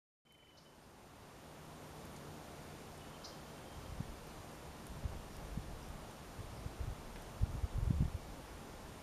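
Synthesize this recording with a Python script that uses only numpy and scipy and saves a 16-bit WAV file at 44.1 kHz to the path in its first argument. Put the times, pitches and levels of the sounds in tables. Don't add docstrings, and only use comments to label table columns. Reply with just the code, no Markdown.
import sys
import numpy as np
from scipy import signal
from scipy.io import wavfile

SR = 44100
rng = np.random.default_rng(int(sys.argv[2]) if len(sys.argv) > 2 else 0)


def to_wav(s):
    ch = np.atleast_2d(s).T
    pcm = np.round(np.clip(ch, -1, 1) * 32767)
    wavfile.write(sys.argv[1], SR, pcm.astype(np.int16))


N = 397782
TIME = np.arange(N) / SR


def from_db(db):
    return 10 ** (np.asarray(db) / 20)

def rms_one(x):
    return x / np.sqrt(np.mean(x ** 2) + 1e-20)

def gain_curve(rows):
    return from_db(np.interp(TIME, *np.transpose(rows)))

def drift(rate_hz):
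    step = 40
    pole = np.exp(-2 * np.pi * rate_hz * step / SR)
    white = rng.standard_normal(N // step + 2002)
    slow = signal.lfilter([1], [1, -2 * pole, pole * pole], white)[2000:]
    return np.interp(np.arange(N) / step, np.arange(len(slow)), rms_one(slow))

def band(x, low_hz, high_hz, order=2):
    sos = signal.butter(order, [low_hz, min(high_hz, .45 * SR)], "band", fs=SR, output="sos")
    return signal.sosfilt(sos, x)

def shaped_noise(spectrum, patchy_db, patch_hz):
    hz, level_db = np.transpose(spectrum)
    edges = 18 * 2 ** (np.arange(31) / 3)
    white, out = rng.standard_normal((2, N)), 0
    for k, (low, high) in enumerate(zip(edges, edges[1:])):
        db = np.interp(np.log(low * high) / 2, np.log(hz), level_db)
        if low < 2 * hz[-1]:
            out = out + from_db(db + patchy_db * drift(patch_hz)) * band(white[k % 2], low, high)
    return rms_one(out)

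def swell(u):
    return np.sin(np.pi * np.clip(u, 0, 1))

def held(start_s, length_s, edge_s):
    return np.clip(np.minimum(TIME - start_s, start_s + length_s - TIME) / edge_s, 0, 1)

def at_random(per_s, db, hz, scatter_db, octaves):
    draws = rng.random((400, 4))
    kept = draws[draws[:, 0] < per_s * TIME[-1] / len(draws), 1:]
    return [(when * TIME[-1], db + scatter_db * (2 * size - 1), hz * 2 ** (octaves * (2 * pitch - 1)))
            for when, size, pitch in kept]

def air():
    # f/Hz, relative level/dB
    spectrum = [(20, -11), (65, -2), (190, -4), (350, -6), (780, -7.5), (1150, -11.5), (1600, -16.5),
                (2200, -19.5), (3000, -20.5), (3900, -23.5), (5200, -24), (8500, -26), (11000, -29),
                (14500, -37)]
    return from_db(-52.5) * shaped_noise(spectrum, patchy_db=.5, patch_hz=6.9)

def engine(firing_hz=75.64, wobble=0.01115, waver_db=2.0):
    # t/s, level/dB
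    levels = [(0, -59), (1.0, -68.5), (1.7, -60), (2.4, -58.5), (3.1, -62), (4.3, -61.5), (9.02, -66)]
    # order, relative level/dB
    harmonics = [(1, -7.5), (2, 1), (3, -4), (4, -6), (5, -14), (6, -12.5), (7, -14)]
    phase = 2 * np.pi * np.cumsum(firing_hz * (1 + wobble * drift(3.27))) / SR
    tones = sum(from_db(db + waver_db * drift(6.1)) * np.sin(k * phase + rng.uniform(0, 2 * np.pi))
                for k, db in harmonics)
    return gain_curve(levels) * tones

def whine(waver_db=.4):
    # f/Hz, rms level/dB
    tones = [(3911, -87), (5581, -97), (11703, -98), (11763, -87), (11794, -89), (11823, -81), (12797, -96)]
    return sum(np.sqrt(2) * from_db(db + waver_db * drift(3.7)) * np.sin(2 * np.pi * hz * TIME)
               for hz, db in tones)

def whistles(waver=0.0076, sag_db=11, flutter_db=4.0):
    # onset t/s, duration/s, start f/Hz, end f/Hz, initial level/dB
    notes = [(0.255, 0.028, 3070, 3060, -45), (0.281, 0.32, 3050, 2980, -49), (.65, .05, 2980, 3020, -52.5),
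             (3.002, 0.17, 2990, 2930, -66), (3.13, 0.52, 3140, 3110, -66), (3.62, .4, 3144, 3165, -66)]
    out, unsteady = np.zeros(N), 1 + waver * drift(33)
    for s, length, start_hz, end_hz, db in notes:
        u = np.clip((TIME - s) / length, 0, 1)
        hz = (start_hz + (end_hz - start_hz) * u) * unsteady
        envelope = from_db(db - sag_db * u) * held(s, length, edge_s=0.012)
        out += envelope * np.sin(2 * np.pi * np.cumsum(hz) / SR)
    return woods(out * from_db(flutter_db * drift(40)), wet_db=-7, t60=0.36)

def woods(x, wet_db, t60):
    t = TIME[:SR]
    echoes = rng.standard_normal(SR) * (rng.random(SR) < 2500 / SR)
    tail = echoes * from_db(-60 * t / t60) * (t > .004)
    return x + from_db(wet_db) * signal.fftconvolve(x, tail / np.linalg.norm(tail))[:N]

def trill(start_s=.272, step_s=.0397, width_s=0.006, count=7):
    pulses = sum(np.exp(-((TIME - start_s - k * step_s) / width_s) ** 2) for k in range(count))
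    rasp = rms_one(band(rng.standard_normal(N), 1970, 2400, order=3))
    return from_db(-54.5) * pulses * rasp

def leaves(decay_s=0.0013, band_ratio=1.2, crackle_db=-12, crackle_s=0.03):
    # t/s, level/dB, centre f/Hz
    ticks = [(0.323, -44, 10000), (0.38, -53, 11000), (2.053, -50, 12000), (2.164, -49, 6000),
             (4.868, -48, 10000), (5.367, -47, 9500), (7.159, -46.5, 1990), (7.220, -50, 11000)]
    faint = at_random(per_s=1.2, db=-54, hz=10500, scatter_db=0, octaves=.3)
    out, t = np.zeros(N), TIME[:SR // 10]
    for s, db, hz in list(ticks) + faint:
        noise = rms_one(band(rng.standard_normal(len(t)), hz / band_ratio, hz * band_ratio, order=1))
        breaks = 1.0 * (rng.random(len(t)) < 250 / SR)
        fibres = signal.lfilter([1], [1, -np.exp(-1 / (decay_s * SR))], breaks)
        envelope = np.exp(-t / decay_s) + from_db(crackle_db) * fibres * np.exp(-t / crackle_s)
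        at = round(s * SR)
        out[at:at + len(t)] += (from_db(db) * noise * envelope)[:N - at]
    return band(out, 500, 12000)

def chips(low_hz=3390, high_hz=5930, upper_ratio=1.4, upper_db=-3, rough=0.0177):
    # onset t/s, lower voice's peak level/dB, duration/s
    flicks = [(0.563, -50.5, 0.037), (3.237, -46.5, .031)]
    out = np.zeros(N)
    for s, db, length in flicks:
        u = np.clip((TIME - s) / length, 0, 1)
        sweep_hz = low_hz + (high_hz - low_hz) * swell(u / 2) ** 2
        phase = 2 * np.pi * np.cumsum(sweep_hz * (1 + rough * drift(294))) / SR
        lower = swell(u) ** 3 * np.sin(phase)
        upper = from_db(upper_db) * swell(u / 0.68) ** 2 * np.sin(upper_ratio * phase)
        out += from_db(db) * (lower + upper)
    return woods(woods(out, wet_db=-8.5, t60=0.078), wet_db=-0.5, t60=0.41)

def breeze():
    # t/s, level/dB
    lull = [(3.55, -80), (4.2, -62), (8.3, -54.5), (9.02, -57.5)]
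    # onset t/s, duration/s, level/dB
    gusts = [(3.726, 0.44, -54), (4.874, 1.1, -53.5), (6.343, 0.38, -51.5), (6.783, 0.17, -44.5),
             (7.0, .25, -56.5), (7.386, 0.22, -43), (7.723, 0.39, -43.5)]
    return gain_curve(lull) + sum(from_db(db) * held(s, length, edge_s=.04) for s, length, db in gusts)

def wind(width_cycles=0.3, lump_db=1.5, steepening=4.8):
    # f/Hz, relative level/dB
    spectrum = [(20, 1), (40, 2), (65, 3), (110, -14), (170, -11), (260, -26), (500, -46), (1000, -60)]
    # t/s, peak level/dB, centre f/Hz
    hard = [(4.006, -28.5, 135), (5.057, -28.5, 73), (5.577, -29, 160), (6.662, -33, 99),
            (6.812, -31.5, 63), (6.882, -33, 99), (7.418, -27.5, 69), (7.435, -21, 77), (7.642, -25.5, 73),
            (7.787, -27, 93.5), (7.831, -27.5, 101), (7.878, -27.5, 89.5), (7.908, -21.5, 130),
            (8.008, -21, 119), (8.024, -21, 154), (8.057, -30, 108), (8.152, -29, 79)]
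    strength = breeze()
    lumps = from_db(-0.5 + lump_db * drift(8.9))
    pressure = strength * lumps * shaped_noise(spectrum, patchy_db=3.5, patch_hz=5.5)
    chance = at_random(per_s=18, db=5.5, hz=108.3, scatter_db=7, octaves=0.42)
    small = [(s, db + 20 * np.log10(strength[int(s * SR)]), hz) for s, db, hz in chance]
    for (s, db, hz), turn in zip(list(hard) + small, rng.random(N)):
        near = np.abs(TIME - s) < .08
        cycles = (TIME[near] - s) * hz
        swing = np.cos(2 * np.pi * (cycles + turn)) / np.cosh(cycles / width_cycles)
        pressure[near] += from_db(db) * swing
    return pressure + steepening * band(pressure ** 2, 60, 900)

def far_calls(width_s=0.017, spread=0.079):
    # t/s, level/dB, centre f/Hz
    calls = [(4.31, -70, 4230), (5.335, -66, 5500), (5.83, -67.5, 5500)]
    out, white = np.zeros(N), rng.standard_normal(N)
    faint = at_random(per_s=.6, db=-72, hz=5200, scatter_db=2, octaves=.2)
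    for s, db, hz in list(calls) + faint:
        envelope = from_db(db) * np.exp(-((TIME - s) / width_s) ** 2)
        out += envelope * rms_one(band(white, hz * (1 - spread), hz * (1 + spread)))
    return woods(out, wet_db=1, t60=0.28)

def scene():
    murmur = air()
    birds = chips() + far_calls() + whistles() + trill()
    return (murmur + birds + engine() + wind() + whine() + leaves())[None]

def record(dry):
    start_s, fade_s = .25, 2.03
    notch_hz, cutoff_hz = 7900, 15000
    notched = signal.lfilter(*signal.iirnotch(notch_hz, Q=22, fs=SR), dry)
    fade = np.minimum(TIME / fade_s, 1) * np.clip((TIME - start_s) / 0.0035, 0, 1)
    return signal.sosfilt(signal.ellip(12, .1, 80, cutoff_hz, fs=SR, output="sos"), notched * fade)


dry = scene()
out = record(dry)
to_wav(out)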